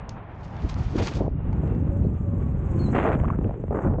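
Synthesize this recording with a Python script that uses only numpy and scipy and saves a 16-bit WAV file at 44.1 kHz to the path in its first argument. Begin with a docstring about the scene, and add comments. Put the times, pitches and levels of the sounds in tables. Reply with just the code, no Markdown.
"""Wind buffets the helmet microphone of a jumper falling from a cliff, harder as the fall speeds up.
A hand-held pilot chute rustles and is thrown, a line squeaks, and the canopy cracks open in a burst
of flutter, flaps a few times and flutters again overhead. The wind is rumbling noise with thumps from
single eddies; the cloth is a spray of tiny cracks and short pops. Behind them the air rushes past
and sings faintly on the gear as it sheds vortices."""
import sys
import numpy as np
from scipy import signal
from scipy.fft import rfft, irfft
from scipy.io import wavfile
from scipy.ndimage import uniform_filter1d, minimum_filter1d

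SR = 44100
rng = np.random.default_rng(int(sys.argv[2]) if len(sys.argv) > 2 else 0)


def output_pcm(signal):
    """Save a mono or channel-first signal as 16-bit PCM at the path in sys.argv[1].

    Samples are clipped to [-1, 1] before scaling.
    """
    pcm = np.clip(np.atleast_2d(signal).T, -1, 1) * 32767
    wavfile.write(sys.argv[1], SR, np.round(pcm).astype(np.int16))


N = 176400
T = np.arange(N) / SR
FREQS = np.maximum(np.fft.rfftfreq(N, 1 / SR), 1)

# Fader rides. Each row: time in seconds, level in dB.
BUFFET_RIDE = [(0, -33.5), (.06, -40), (.13, -35), (.27, -43), (.45, -36), (.54, -34.5), (.7, -30.5),
               (.8, -24.5), (.84, -34), (.88, -29), (1.02, -24.5), (1.11, -37), (1.17, -23.5), (1.3, -26.5),
               (1.38, -26), (1.42, -27), (1.5, -23.5), (1.75, -22.5), (1.95, -23.5), (2.03, -22.5),
               (2.11, -24.5), (2.2, -26), (2.35, -23), (2.55, -24.5), (2.88, -24), (3.0, -29.5),
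               (3.13, -25), (3.22, -24.5), (3.28, -22.5), (3.35, -25.5), (3.48, -22.5), (3.58, -36),
               (3.72, -23), (3.81, -38.5), (3.87, -20.5), (4, -26)]  # turbulence at the microphone
RUSTLE_RIDE = [(.3, -79), (.425, -65), (.438, -54), (.52, -64.5), (.55, -59.5), (.6, -58), (.625, -55),
               (.685, -52), (.696, -39), (.725, -50), (.742, -56), (.78, -54), (.8, -50), (.87, -52),
               (.975, -45.5), (.986, -34), (1.02, -41), (1.06, -37), (1.075, -33), (1.105, -42),
               (1.128, -45), (1.15, -42), (1.19, -50), (1.22, -58.5), (1.32, -75)]  # the pilot chute's nylon rubbing
RUSH_RIDE = [(0, -43.5), (.6, -42), (1.15, -46), (1.32, -51), (1.52, -44.5), (1.8, -46), (2.15, -51),
             (2.35, -48.5), (2.6, -46), (2.85, -41.5), (3.2, -52.5), (3.6, -49.5), (4, -62)]  # smooth airstream
HISS_RIDE = [(1.42, -87.5), (1.54, -78.5), (1.9, -78), (2.6, -79), (2.8, -65.5), (3.03, -67.5),
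             (3.35, -79.5), (3.68, -83.5), (3.84, -72), (4, -95)]  # thin hiss at the microphone port
# Gusts hitting the port. Each row: start in seconds, hold in seconds, level in dB, high cut in Hz.
GUST_HITS = [(0.636, 0.018, -29, 398), (0.947, 0.0067, -18.5, 430), (0.951, 0.022, -29.5, 413),
             (0.977, 0.054, -26, 890), (1.052, 0.071, -35, 850), (1.153, 0.025, -31, 674),
             (1.201, 0.019, -23.5, 972), (1.237, 0.029, -28.5, 950), (1.62, 0.0059, -29, 730),
             (2.038, 0.016, -26.5, 580), (2.75, 0.26, -27, 357), (3.448, 0.0084, -24, 630),
             (3.553, 0.059, -34, 518), (3.835, 0.05, -25.5, 530)]
# Thumps of single large eddies. Each row: centre time in seconds, level in dB, pitch in Hz.
EDDY_THUMPS = [(0.65, -15, 60), (0.812, -14, 80), (0.867, -15, 63.4), (.957, -24, 430), (1.171, -21, 70),
               (1.214, -16, 260), (1.281, -15, 410), (1.405, -31, 550), (1.636, -21, 420),
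               (1.721, -30, 490), (2.015, -8, 90), (2.07, -10, 150), (2.853, -6.5, 150), (2.886, -19, 430),
               (2.935, -20.5, 190), (3.158, -9, 170), (3.214, -9, 80), (3.391, -12.5, 250),
               (3.455, -13, 90), (3.851, -28.5, 130), (3.885, -20.5, 90)]
# Bursts of canopy flutter. Each row: start, attack and hold in seconds, level in dB,
# low cut and high cut in Hz.
FLUTTER_BURSTS = [(2.928, .005, 0.037, -29, 248, 2000), (2.946, 0.0034, 0.06, -22, 242, 2850),
                  (3.018, 0.0067, 0.075, -27, 254, 2720), (3.042, 0.027, 0.025, -21.5, 547, 1560),
                  (3.08, 0.0087, 0.037, -23, 444, 1270), (3.116, 0.0028, 0.035, -27.5, 222, 2580),
                  (3.166, 0.0035, 0.035, -34, 350, 980), (3.185, .01, 0.17, -38.5, 222.7, 1690),
                  (3.41, 0.012, 0.12, -43, 298, 820), (3.714, 0.022, 0.024, -27, 196, 1060),
                  (3.745, 0.0063, 0.054, -26.5, 171, 1330), (3.815, 0.021, 0.026, -33.5, 680, 1584),
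                  (3.848, 0.0097, 0.032, -28.5, 350, 1280), (3.898, 0.008, 0.059, -33, 220, 1010),
                  (3.977, 0.0043, 0.074, -28.5, 254, 750)]
# Single flaps of cloth; the first row, at 1.207 s, is instead the sharp front of a gust striking the port. Each
# row: time in seconds, pop level in dB, pop pitch in Hz, ring time in seconds, crack level in dB.
CLOTH_FLAPS = [(1.207, -18, 560, 0.00091, -60), (1.263, -32, 750, 0.00084, -56),
               (1.53, -34.5, 865, 0.0028, -38), (2.934, -21, 600, .0006, -37),
               (2.95, -20, 800, 0.00053, -29), (2.97, -17.5, 700, 0.00058, -29),
               (2.984, -20.5, 1500, 0.00089, -25), (3.056, -13.5, 680, 0.0014, -28),
               (3.096, -21, 520, 0.0012, -40), (3.126, -26, 1500, 0.00053, -30),
               (3.154, -23.5, 600, 0.00072, -34), (3.2, -39, 1390, 0.00081, -25),
               (3.237, -20, 636, 0.00096, -31), (3.246, -25, 1080, 0.0015, -42),
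               (3.254, -28.5, 1240, .0011, -38), (3.282, -26.5, 1080, 0.00058, -33),
               (3.287, -36.5, 1840, 0.00063, -40), (3.303, -19, 1094, 0.0012, -31),
               (3.335, -32.5, 1310, 0.0013, -44), (3.341, -39, 1390, 0.00083, -46),
               (3.388, -27, 888, 0.00047, -50), (3.413, -26.5, 546, 0.00064, -51),
               (3.444, -36, 1380, 0.00036, -36.5), (3.477, -40, 690, 0.00079, -57),
               (3.495, -21, 563, 0.0012, -52.5), (3.51, -22.5, 670, 0.00075, -48.5),
               (3.542, -26, 460, 0.00075, -60), (3.64, -18.5, 446, 0.00096, -58),
               (3.682, -26.5, 456, 0.00066, -61), (3.709, -18, 530, 0.0009, -54),
               (3.79, -17.5, 760, 0.00064, -49), (3.915, -33.5, 700, 0.00041, -55),
               (3.938, -19.5, 405, 0.00087, -66)]
# Buckles and stiff nylon ticking. Each row: start in seconds, level in dB, low cut and high cut in Hz.
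GEAR_TICKS = [(0.093, -33, 2900, 9500), (.432, -55, 2000, 6000), (0.566, -45, 2000, 5500),
              (.621, -48, 2500, 6000), (0.694, -52, 1800, 6000), (0.742, -39, 2000, 6500),
              (0.798, -48, 1800, 6000), (0.967, -39, 1500, 6050), (1.033, -39.5, 1500, 6000),
              (1.072, -26, 2000, 6550), (1.529, -42, 900, 2980), (1.677, -47.5, 1300, 2580),
              (1.749, -49, 1300, 3000), (2.791, -60, 3800, 5630)]
# Gliding tones. Each row: time in seconds, pitch in Hz, level in dB.
LINE_CHIRP = [(2.03, 3970, -91), (2.047, 4130, -76), (2.063, 4300, -77), (2.08, 4360, -84)]  # a line slipping as it pays out
LINE_SQUEAK = [(2.785, 4220, -99), (2.795, 4290, -53.5), (2.82, 4280, -55), (2.842, 4267, -53.5),
               (2.868, 3980, -54.5), (2.905, 4170, -65), (2.925, 4000, -93)]  # a line pulling tight
GEAR_SINGING = [(1.55, 400, -59), (1.66, 445, -37.5), (1.78, 505, -42.5), (1.85, 555, -43),
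                (1.94, 560, -36.5), (2.12, 614, -57), (2.19, 595, -53), (2.29, 553, -38),
                (2.42, 573, -48.5), (2.53, 535, -44.5), (2.62, 577, -51), (2.73, 515, -45),
                (2.82, 520, -44), (2.93, 475, -44)]  # the low voice of air on the gear
GEAR_WHISTLE = [(1.9, 1120, -69), (2.0, 1144, -59), (2.12, 1197, -60), (2.24, 1178, -56), (2.32, 1080, -53),
                (2.43, 1142, -52.5), (2.55, 1096, -64), (2.66, 1177, -54), (2.76, 1012, -52),
                (2.83, 1080, -47), (2.92, 950, -55)]  # its higher voice
CORD_WHISTLE = [(1.3, 2780, -73), (1.4, 2820, -68.5), (1.52, 2850, -72), (1.6, 2800, -78),
                (1.72, 2700, -63.5), (1.85, 2700, -74.5), (2.0, 2620, -75)]  # a cord in the airstream
# EQ curves that give each noise its character. Each row: frequency in Hz, relative gain in dB.
BUFFET_EQ = [(15, -36.5), (28, -10), (48, -1), (85, -1), (150, -5), (250, -13.5), (400, -23), (700, -38),
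             (1500, -55), (4000, -93.5)]  # deep rumble
FLUTTER_EQ = [(50, -7), (180, 4.5), (350, 4), (650, 0), (900, -6), (1250, -8.5), (2000, -14.5), (3100, -21),
              (4200, -13.5), (6000, -30.5), (9000, -55.5)]  # low-mid body of whipping cloth
RUSTLE_EQ = [(300, -8), (900, 8.5), (2200, 3), (3300, 1.5), (3900, -1.5), (4600, -0.5), (5400, -3.5),
             (6800, -7), (8200, -20.5), (9500, -38.5), (12000, -54)]  # papery nylon
TICK_EQ = [(1000, 8.5), (2400, 6), (3300, 0.5), (4700, 4), (6800, 2), (8200, -20.5), (10000, -37.5)]  # crisp clicks
RUSH_EQ = [(100, 1.5), (300, -0.5), (520, -3), (750, 0), (1050, -4.5), (1600, -11.5), (2700, -21),
           (3700, -33), (5000, -49), (9000, -62), (12000, -71)]  # soft, dark air
HISS_EQ = [(3000, -28), (5200, -10.5), (6600, 4.5), (7900, 3), (8700, -11.5), (10000, -34.5)]  # narrow band of treble

EDDY_SPLIT_HZ, CLUMP_DB, SWELL_DB = 248, 2, 0.5
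SMALL_EDDY_DB, FULL_BUFFET_DB = -8, -20  # the small eddies' trim when the ride is at full buffet
GUST_ATTACK_S, RELEASE_S = 0.028, 0.012
CLOTH_SPLIT_HZ, CLOTH_TREBLE_DB = 3300, -17
CRACK_DECAY_S, CRACK_TOP_HZ = 0.0006, 2510
RUSTLE_SPLIT_HZ, RUSTLE_SHIFT_DB = 3600, 2.5
TICK_DECAY_S, TICK_TAIL_S, TICK_TAIL_DB, TICK_TOP_HZ = 0.0013, 0.025, -25, 7800


def buffeting():
    """Rumble of turbulence; small eddies grow with the flow and ride in clumps on the large ones."""
    ride_db = curve(BUFFET_RIDE)
    large = cut(even(eq(noise(), BUFFET_EQ), 0.055), EDDY_SPLIT_HZ)
    small = cut(eq(noise(), BUFFET_EQ), EDDY_SPLIT_HZ, "high")
    clumps = unit(cut(np.abs(large), 78))
    small = unit(small * undb(CLUMP_DB * np.minimum(clumps, 4.5)))
    small_gain = undb(SMALL_EDDY_DB + ride_db - FULL_BUFFET_DB)
    return (large + small_gain * small) * undb(ride_db + SWELL_DB * drift(22))


def gusts():
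    """Brief, gritty spells of harder turbulence on the microphone port."""
    out = np.zeros(N)
    for start, hold, db, high_hz in GUST_HITS:
        swirl = cut(grains(1500, 3.8), high_hz, order=6)
        swirl = cut(cut(swirl, 160, order=1), 120, "high", order=2)  # weight in the upper bass
        out += undb(db) * even(unit(swirl), 0.031) * burst(start, hold, GUST_ATTACK_S)
    return out


def eddies():
    """Each large eddy lands as one thump: a dip in pressure between two smaller crests."""
    out = np.zeros(N)
    for centre, db, hz in EDDY_THUMPS:
        offset_squared = np.minimum((np.pi * hz * (T - centre)) ** 2, 20)
        out -= undb(db) * (1 - 2 * offset_squared) * np.exp(-offset_squared)
    return out


def canopy():
    """Cloth whips in dense volleys of small cracks and in single flaps, each a crack and a short pop."""
    cloth = np.zeros(N)
    for start, attack, hold, db, low_hz, high_hz in FLUTTER_BURSTS:
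        crackle = (grains(1500, 4.2) + 0.38 * noise()) * undb(2.7 * drift(120))
        flutter = cut(eq(crackle, FLUTTER_EQ), high_hz, order=3)
        flutter = cut(flutter, low_hz, "high", order=1)
        cloth += undb(db) * even(unit(flutter), 0.022) * burst(start, hold, attack)
    for time, pop_db, hz, ring, crack_db in CLOTH_FLAPS:
        progress = np.clip((T - time) / ring + 1, 0, 30)  # the pop's envelope crests on the crack
        pop = progress * np.exp(1 - progress) * np.sin(2 * np.pi * hz * (T - time))
        cloth += undb(pop_db) * pop + undb(crack_db) * crack(time)
    body = cut(cloth, CLOTH_SPLIT_HZ, order=8)
    treble = cut(cloth, CLOTH_SPLIT_HZ, "high")
    return body + undb(CLOTH_TREBLE_DB) * treble


def crack(start):
    """The sharp edge of a flap: a puff of noise that dies at once."""
    age = T - start
    envelope = (age >= 0) * np.exp(-np.minimum(np.abs(age) / CRACK_DECAY_S, 20))
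    puff = even(unit(cut(noise(), CRACK_TOP_HZ)), 0.0019) * envelope
    return cut(cut(puff, CLOTH_SPLIT_HZ), 600, "high", order=2)


def pilot_chute():
    """Nylon rubs and crinkles over a sliding hiss, now duller, now brighter."""
    crinkles = eq(.7 * grains(900, 4) + noise(), RUSTLE_EQ)
    dull = cut(crinkles, RUSTLE_SPLIT_HZ, order=3) * undb(RUSTLE_SHIFT_DB * drift(50))
    bright = cut(crinkles, RUSTLE_SPLIT_HZ, "high", order=3) * undb(RUSTLE_SHIFT_DB * drift(50))
    return unit(dull + bright) * undb(curve(RUSTLE_RIDE)) * gate(RUSTLE_RIDE)


def gear_ticks():
    """Buckles and stiff nylon tick: a dry click with a faint tail."""
    out = np.zeros(N)
    for start, db, low_hz, high_hz in GEAR_TICKS:
        age = np.clip(T - start, 0, .4)
        envelope = np.exp(-age / TICK_DECAY_S) + undb(TICK_TAIL_DB) * np.exp(-age / TICK_TAIL_S)
        band = cut(cut(eq(noise(), TICK_EQ), low_hz, "high"), high_hz, order=2)
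        click = (T >= start) * envelope * even(unit(band), 0.0035)
        out += undb(db) * cut(click, TICK_TOP_HZ)
    return out


def line_squeak(glide):
    """A line slips or tightens with a nearly pure, jittery squeak that slides in pitch."""
    phase = glide_phase(glide, wobble=0.0054, rate_hz=250)
    tone = np.sqrt(2) * (np.sin(phase) + undb(-24) * np.sin(2 * phase))
    return tone * undb(curve(glide, column=2) + 1.1 * drift(120)) * gate(glide)


def vortex_tone(glide, wobble):
    """Vortices shed from the gear sing a wavering note; the turbulence frays it."""
    phase = glide_phase(glide, wobble, rate_hz=33)
    fray = drift(40) * np.sin(phase) + drift(40) * np.cos(phase)
    return (.85 * np.sin(phase) + .28 * fray) * undb(curve(glide, column=2)) * gate(glide)


def airstream():
    """A smooth bed of rushing air, with a thin hiss on top once the fall is fast."""
    rush = unit(eq(noise(), RUSH_EQ)) * undb(curve(RUSH_RIDE) + 1.5 * drift(21))
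    hiss = unit(eq(noise(), HISS_EQ)) * undb(curve(HISS_RIDE) + 2.4 * drift(43))
    return rush + hiss * gate(HISS_RIDE)


def undb(db):
    """Decibels to gain."""
    return 10 ** (np.asarray(db) / 20)


def unit(x):
    """Scale to a standard deviation of 1."""
    return x / (np.std(x) + 1e-12)


def curve(table, column=1):
    """Automation: one column of a table, joined by straight ramps in time."""
    rows = np.array(table)
    return np.interp(T, rows[:, 0], rows[:, column])


def gate(table):
    """Open from a table's first row to its last."""
    return (T >= table[0][0]) & (T <= table[-1][0])


def burst(start, hold, attack):
    """Envelope: a ramp centred on the start, a hold and an exponential release."""
    rise = np.clip((T - start) / attack + .5, 0, 1)
    return rise * np.exp(-np.maximum(T - start - hold, 0) / RELEASE_S)


def glide_phase(glide, wobble, rate_hz):
    """Phase of a gliding tone whose pitch wavers by the fraction `wobble`."""
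    hz = curve(glide) * (1 + wobble * drift(rate_hz))
    return 2 * np.pi * np.cumsum(hz) / SR


def eq(x, points):
    """Minimum-phase EQ through the given points, so clicks have no pre-ring."""
    hz, db = np.array(points).T
    gain = undb(np.interp(np.log(FREQS), np.log(hz), db))
    cepstrum = irfft(np.log(gain), N)
    cepstrum[1:N // 2] *= 2
    cepstrum[N // 2 + 1:] = 0
    return irfft(rfft(x) * np.exp(rfft(cepstrum)), N)


def cut(x, hz, kind="low", order=4):
    """Low-pass or high-pass."""
    return signal.sosfilt(signal.butter(order, hz, kind, fs=SR, output="sos"), x)


def even(x, seconds):
    """Leveller: hold the rms near 1 over a sliding window."""
    return x / np.sqrt(uniform_filter1d(x * x, max(int(seconds * SR), 2)) + 1e-9)


def noise():
    """White noise."""
    return rng.standard_normal(N)


def drift(rate_hz):
    """Smooth random modulation with a spread of 1."""
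    return unit(irfft(rfft(noise()) * np.exp(-(FREQS / rate_hz) ** 2), N))


def grains(per_second, spread_db):
    """Crackle: tiny random impulses of scattered size."""
    impulses = (rng.random(N) < per_second / SR) * np.sign(noise())
    return unit(impulses * undb(spread_db * np.clip(noise(), -2, 2)))


def scene():
    """Wind and cloth in mono, close to the microphone in open air."""
    wind = buffeting() + gusts() + eddies() + airstream()
    singing = vortex_tone(GEAR_SINGING, wobble=0.0039)
    whistles = vortex_tone(GEAR_WHISTLE, wobble=0.003) + vortex_tone(CORD_WHISTLE, wobble=0.0057)
    lines = line_squeak(LINE_CHIRP) + line_squeak(LINE_SQUEAK)
    parachute = pilot_chute() + gear_ticks() + canopy()
    return (wind + singing + whistles + lines + parachute)[None]


def record(dry):
    """A limiter holds down the largest blows, then a steep low-pass takes off the top."""
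    ceiling, top_hz = undb(-10.5), 9500
    window = SR // 200  # 5 ms
    gain = np.minimum(1, ceiling / (np.abs(dry) + 1e-9))
    gain = minimum_filter1d(gain, 2 * window)
    gain = uniform_filter1d(uniform_filter1d(gain, window), window)
    return signal.sosfilt(signal.ellip(8, .2, 70, top_hz, fs=SR, output="sos"), dry * gain)


dry = scene()
out = record(dry)
output_pcm(out)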